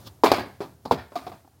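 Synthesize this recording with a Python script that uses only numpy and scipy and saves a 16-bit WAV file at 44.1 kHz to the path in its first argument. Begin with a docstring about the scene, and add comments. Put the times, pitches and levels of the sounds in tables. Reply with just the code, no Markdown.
"""Skateboard flung onto the pavement

After a short swish, a wooden deck cracks down twice, bounces, lands hard once more and clatters to rest.
Each hit layers a sharp slap, a gritty noise rattle, a swelling sine knock and ringing deck and truck modes.
Houses and trees throw back a short tail made of decaying noise, after a build-up and a later echo.
Shaped noise makes the swish, the low rumble of air and the soft hiss underneath.
"""
import sys
import numpy as np
from scipy import signal
from scipy.fft import rfft, irfft
from scipy.io import wavfile

SR = 44100
rng = np.random.default_rng(int(sys.argv[2]) if len(sys.argv) > 2 else 0)


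def wrap_up_sound(samples):
    """Save the sound to the file named by the first command line argument, as 16-bit audio."""
    columns = np.atleast_2d(samples).T
    # keep every value between -1 and 1, then stretch to whole-number steps
    tamed = np.clip(columns, -1, 1)
    steps = np.round(tamed * 32767).astype(np.int16)
    wavfile.write(sys.argv[1], SR, steps)


N = 70560
TIME = np.arange(N) / SR  # seconds


def from_db(db):
    """Turn decibels into gain."""
    return 10 ** (np.asarray(db) / 20)


def at_hz(points, hz):
    """Read a curve on a log-frequency axis."""
    point_hz, value = np.transpose(points)
    return np.interp(np.log(np.maximum(hz, 1)), np.log(point_hz), value)


def level(points):
    """Draw a gain envelope through points of time (s) and level (dB)."""
    return from_db(np.interp(TIME, *np.transpose(points)))


def pulse(spectrum, size=4096):
    """Make the minimum-phase pulse of a spectrum: its energy arrives as early as possible."""
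    gain = from_db(at_hz(spectrum, np.fft.rfftfreq(size, 1 / SR)))
    cepstrum = irfft(np.log(gain))
    # Folding the cepstrum onto positive time makes the pulse causal.
    cepstrum[1:size // 2] *= 2
    cepstrum[size // 2 + 1:] = 0
    return irfft(np.exp(rfft(cepstrum)))


def through(x, response):
    """Pass a sound through an impulse response."""
    return signal.fftconvolve(x, response)[:len(x)]


def dying(t60, size):
    """Decay exponentially, falling 60 dB in t60 seconds."""
    return np.exp(-np.log(1000) * TIME[:size] / t60)


def dying_noise(t60s, size, stretch=1, count=9):
    """Burst of flat-spectrum noise, of about unit energy, whose bands each die at their own rate."""
    centres = np.geomspace(60, 15000, count)
    white = rfft(rng.standard_normal(size))
    hz = np.fft.rfftfreq(size, 1 / SR)
    burst = np.zeros(size)
    for centre, share in zip(centres, np.eye(count)):
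        # Each band is a triangle that crossfades into its neighbours.
        band = irfft(white * at_hz(np.c_[centres, share], hz), size)
        envelope = dying(stretch * at_hz(t60s, centre), size)
        burst += band * envelope / np.linalg.norm(envelope)
    return burst


def noise(spectrum):
    """Steady coloured noise of rms 1."""
    white = rfft(rng.standard_normal(N))
    coloured = irfft(white * from_db(at_hz(spectrum, np.fft.rfftfreq(N, 1 / SR))), N)
    return coloured / coloured.std()


# Blows of the board on the ground:
# start_s, level_db, bass_db, low_mids_db, upper_mids_db, treble_db, top_db,
# rattle_t60_s (before the per-register stretch), rattle_db, spot_hz (pitch the struck spot favours),
# spot_db (boost of modes at that pitch), send_db (extra level to the street),
# knock_hz, knock_db, knock_peak_s (time to the knock's peak)
BOARD_HITS = [ (0.2361, -5, -19.5, 11, -2, 3, 5.5, 0.068, 5, 296, 9.5, 3.5, 962, 0.5, 0.0014),
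              (0.2448, -11, -29, 4, 10.5, 1, 14, 0.072, 5.5, 1080, -5, 2, 620, -1.5, 0.0014),
              (0.2590, -13, -0.5, 2, 10, 5, 11.5, 0.11, 7, 657, 19.5, 7.5, 1027, -3, 0.0041),
              (0.2686, -13, 10.5, -4.5, 13, 14, -7, 0.076, -0.5, 2450, 17, 5.5, 1100, 0, 0.00073),
              (0.3173, -3, -10, -3, 7, 11, 11, 0.031, -0.5, 587, 5.5, 6, 752, 5.5, 0.00073),
              (0.3371, -14, 8, 2.5, 13.5, 10, 13, 0.14, 4, 2450, 10.5, -1.5, 700, 1, 0.0017),
              (0.6053, -27, 14, 4.5, 6, 3, 8.5, 0.07, 6, 405, 27, -2, 573, 1.5, 0.00065),
              (0.6109, -25, 13.5, 8, 3, 2, 7, 0.13, 5, 590, 7, -26.5, 720, -10, 0.001),
              (0.6332, -31, 7.5, -2, 2, 4, 4, 0.06, 4.5, 400, 15, -11, 986, -26, 0.0029),
              (0.8529, -31.5, 16, 3.5, -9, 4, 2, 0.078, 14.5, 1150, 5, 2, 1191, -5.5, 0.0031),
              (0.911, -6, 8, 3.5, -12.5, -1, -2.5, 0.048, 5, 470, 14, -2, 914, -1.5, 0.0012),
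              (0.916, -17.5, 13.5, -12, 6, 7.5, 8, 0.086, 6.5, 930, -14.5, -7.5, 260, -3.5, 0.00083),
              (1.1204, -35, 13.5, 5, 3, -5, 2, 0.085, 3, 580, 16.5, -7.5, 575, -14, .003),
              (1.1560, -24, 1.5, 5.5, 3.5, 9.5, 11.5, 0.052, 4, 715, 13.5, 4, 709, 3.5, .005),
              (1.1628, -23.5, 1, 2, 10, 9, 11, 0.13, 2, 686, 10, 2.5, 1202, -7.5, 0.0043),
              (1.2667, -30, 13.5, 11, 6, 6, 8, 0.09, 7.5, 740, 7, 3.5, 724, 2, 0.0046),
              (1.3177, -32, 11.5, -4, 0.5, -2, -4, 0.093, 5, 730, 16, -13, 1160, -7.5, 0.0018),
              (1.4470, -50, -0.5, 14, 1, -20, -16, .04, 2.5, 732, 11.5, 10, 800, -7, 0.0012),
              (1.4764, -49, 0.5, -0.5, -9, -2.5, 8.5, 0.016, 9.5, 840, -13, -12, 840, 1, 0.00074), ]
# Centres of the tone bands, bass, low mids, mids, upper mids, treble, top: centre_hz
TONE_CENTRES = [130, 330, 850, 2400, 4400, 7500]


def board(size=16384):
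    """Sum slap, rattle, knock and ring; the deck's angle tints the near sound, the street gets it even."""
    body_send_db = -6
    direct, sent = np.zeros(N + size), np.zeros(N + size)
    slap = deck_slap()
    for (start_s, level_db, bass, low, upper, treble, top, rattle_t60, rattle_db,
         spot_hz, spot_db, send_db, knock_hz, knock_db, knock_peak_s) in BOARD_HITS:
        crash = through(striking_force(rattle_t60, rattle_db, size), slap)
        tone = pulse(np.c_[TONE_CENTRES, [bass, low, 0, upper, treble, top]])
        knocking = from_db(knock_db) * knock(knock_hz, knock_peak_s, size)
        body = ringing(spot_hz, spot_db, size) - knocking
        start = int(start_s * SR)
        near = through(crash, tone) + body
        direct[start:start + size] += from_db(level_db) * near
        spread = crash + from_db(body_send_db) * body
        sent[start:start + size] += from_db(level_db + send_db) * spread
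    return direct[:N], sent[:N]


# Colour of a blow on the deck, before its pulse is scaled to peak 1: pitch_hz, level_db
DECK_COLOUR = [(30, -41.5), (90, -15), (170, -8), (260, -2.5), (500, -2), (800, 2.5), (1050, -0.5),
               (1380, -8), (1800, -17.5), (2400, -17.5), (2950, -22.5), (3450, -18), (3850, -19.5),
               (4350, -19.5), (5200, -23), (6000, -30.5), (8000, -37.5), (15000, -38.5)]


def deck_slap():
    """The deck's woody response to a blow, as a short pulse of peak 1."""
    slap = pulse(DECK_COLOUR)
    return slap / np.abs(slap).max()


# Rattle length in each register: pitch_hz, length_ratio (times the hit's rattle_t60_s)
RATTLE_STRETCH = [(100, 4.2), (400, 1.1), (1000, 1.88), (3000, 1.4), (12000, 1.9)]


def striking_force(t60, rattle_db, size):
    """One sharp contact, then a dense rattle that builds fast and dies register by register."""
    contact_db, build_s = -6, 0.001  # build_s is a time constant
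    build = 1 - np.exp(-TIME[:size] / build_s)
    rattle = build * grit(size) * dying_noise(RATTLE_STRETCH, size, stretch=t60)
    force = from_db(rattle_db) * rattle
    force[0] -= from_db(contact_db)
    return force


def grit(size):
    """Fast, uneven gain of rms 1: the deck chatters on the rough pavement."""
    spread_db, step_s = 3.5, 0.0015
    steps = rng.standard_normal(size)
    wander = np.interp(TIME[:size] / step_s, np.arange(size), steps)
    gain = from_db(spread_db * wander)
    return gain / np.sqrt(np.mean(gain ** 2))


def knock(hz, peak_s, size):
    """The deck flexes for a few cycles: a tone that swells to its peak and quickly dies."""
    age = TIME[:size] / peak_s
    swell = age * np.exp(1 - age)
    return swell * np.sin(2 * np.pi * hz * TIME[:size])


# Ringing modes of the deck and, higher up, the trucks:
# pitch_hz, level_db (before the spot's boost and random spread), t60_s
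BOARD_MODES = [(266.2, -20, 0.17), (352.6, -24.5, .22), (408.3, -26, .17), (474, -20.5, 0.088),
               (592, -30, 0.27), (664, -25.5, 0.25), (733, -31.5, 0.11), (885, -23, 0.087), (940, -28, .2),
               (1091, -28, 0.12), (1180, -33, 0.12), (1490, -43.5, .2), (1728, -43.5, 0.21),
               (2230, -40, 0.16), (2314, -41.5, .16), (3460, -37.5, .11), (4640, -37, .1),
               (4760, -35.5, .1)]


def ringing(spot_hz, spot_db, size):
    """Decaying sine modes, weighted towards or away from the struck spot's pitch."""
    spot_octaves, spread_db = 0.21, 2.5
    ring = np.zeros(size)
    for hz, level_db, t60 in BOARD_MODES:
        favour = np.exp(-(np.log2(hz / spot_hz) / spot_octaves) ** 2)
        mode_db = level_db + spot_db * favour + spread_db * rng.standard_normal()
        gain = from_db(mode_db) * rng.choice([-1, 1])
        ring += gain * np.sin(2 * np.pi * hz * TIME[:size]) * dying(t60, size)
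    return ring


# Colour of the street's answer: pitch_hz, level_db
STREET_COLOUR = [(40, -9), (90, 1), (160, -9), (270, -12), (700, -16.5), (1000, -19.5), (1300, -12),
                 (1750, -3.5), (2500, -7), (4000, -10.5), (7000, -13.5), (15000, -11.5)]
# Decay of the scatter in each register: pitch_hz, t60_s
SCATTER_DECAY = [(80, .9), (300, 0.29), (1000, 0.41), (3000, 0.51), (12000, 0.35)]


def street(x):
    """Scatter from trees and ground builds up and dies; house fronts add a later, blurred echo."""
    build_s = 0.056  # time constant
    echo_delay_s, echo_t60_s, echo_db = 0.064, 0.27, -1.5
    scatter = dying_noise(SCATTER_DECAY, N) * (1 - np.exp(-TIME / build_s))
    echo = rng.standard_normal(N) * dying(echo_t60_s, N)
    echo /= np.linalg.norm(echo)
    echo = np.r_[np.zeros(int(echo_delay_s * SR)), echo][:N]
    coloured = through(x, pulse(STREET_COLOUR))
    return through(coloured, scatter + from_db(echo_db) * echo)


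# Loudness of the throw: time_s, level_db
SWISH_ENVELOPE = [(0, -60.5), (.045, -61), (.075, -40), (.088, -52.5), (.105, -69), (.2, -101), (.3, -98)]
# Colour of the rubbing, before scaling to rms 1: pitch_hz, level_db
SWISH_COLOUR = [(60, -11.5), (250, 6.5), (700, -0.5), (1200, 3.5), (2200, -11.5), (3500, 3), (5500, -1),
                (8000, -15), (15000, -10.5)]


def swish():
    """Sleeve and grip tape rub as the board is let go: a brief burst of coloured noise."""
    return level(SWISH_ENVELOPE) * noise(SWISH_COLOUR)


# Loudness of the air's rumble: time_s, level_db
AIR_ENVELOPE = [(0, -45.5), (.07, -45.5), (.15, -53.5), (.6, -56), (.8, -56), (1.1, -58.5), (1.3, -53),
                (1.45, -64), (1.6, -58)]
# Colour of the rumble, before scaling to rms 1: pitch_hz, level_db
AIR_COLOUR = [(20, -32.5), (45, -13.5), (75, 5.5), (130, 4), (200, -8.5), (400, -11), (1000, -18),
              (2000, -31.5), (5000, -74.5), (15000, -46)]
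# Loudness of the hiss: time_s, level_db
HISS_ENVELOPE = [(0, -57), (.15, -63.5), (.22, -66.5), (.5, -62), (.59, -65.5), (.66, -61), (.8, -68),
                 (.88, -63), (1.1, -65.5), (1.18, -58), (1.35, -61.5), (1.45, -67.5), (1.6, -69)]
# Colour of the hiss, before scaling to rms 1: pitch_hz, level_db
HISS_COLOUR = [(100, 0), (2500, -1.5), (5000, 0.47), (8000, -1), (12000, 0), (16000, -1.3)]


def background():
    """Low outdoor rumble and a soft hiss, both shaped noise that wavers in level."""
    rumble = level(AIR_ENVELOPE) * noise(AIR_COLOUR)
    hiss = level(HISS_ENVELOPE) * noise(HISS_COLOUR)
    return rumble + hiss


def scene():
    """Mix the board (deep bass cut, as by a small microphone), the street, the throw and the air, in mono."""
    bass_cut_hz = 69.5
    bass_cut = signal.butter(2, bass_cut_hz, "high", fs=SR, output="sos")
    direct, sent = signal.sosfilt(bass_cut, board())
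    return (direct + street(sent) + swish() + background())[None]


def record(dry):
    """Round the loudest peaks by soft saturation, then cut the top steeply."""
    overload, cutoff_hz = 1.4, 16000  # overload is the saturation ceiling
    rounded = overload * np.tanh(dry / overload)
    top_cut = signal.ellip(10, 0.1, 80, cutoff_hz, fs=SR, output="sos")
    return signal.sosfilt(top_cut, rounded)


dry = scene()
out = record(dry)
wrap_up_sound(out)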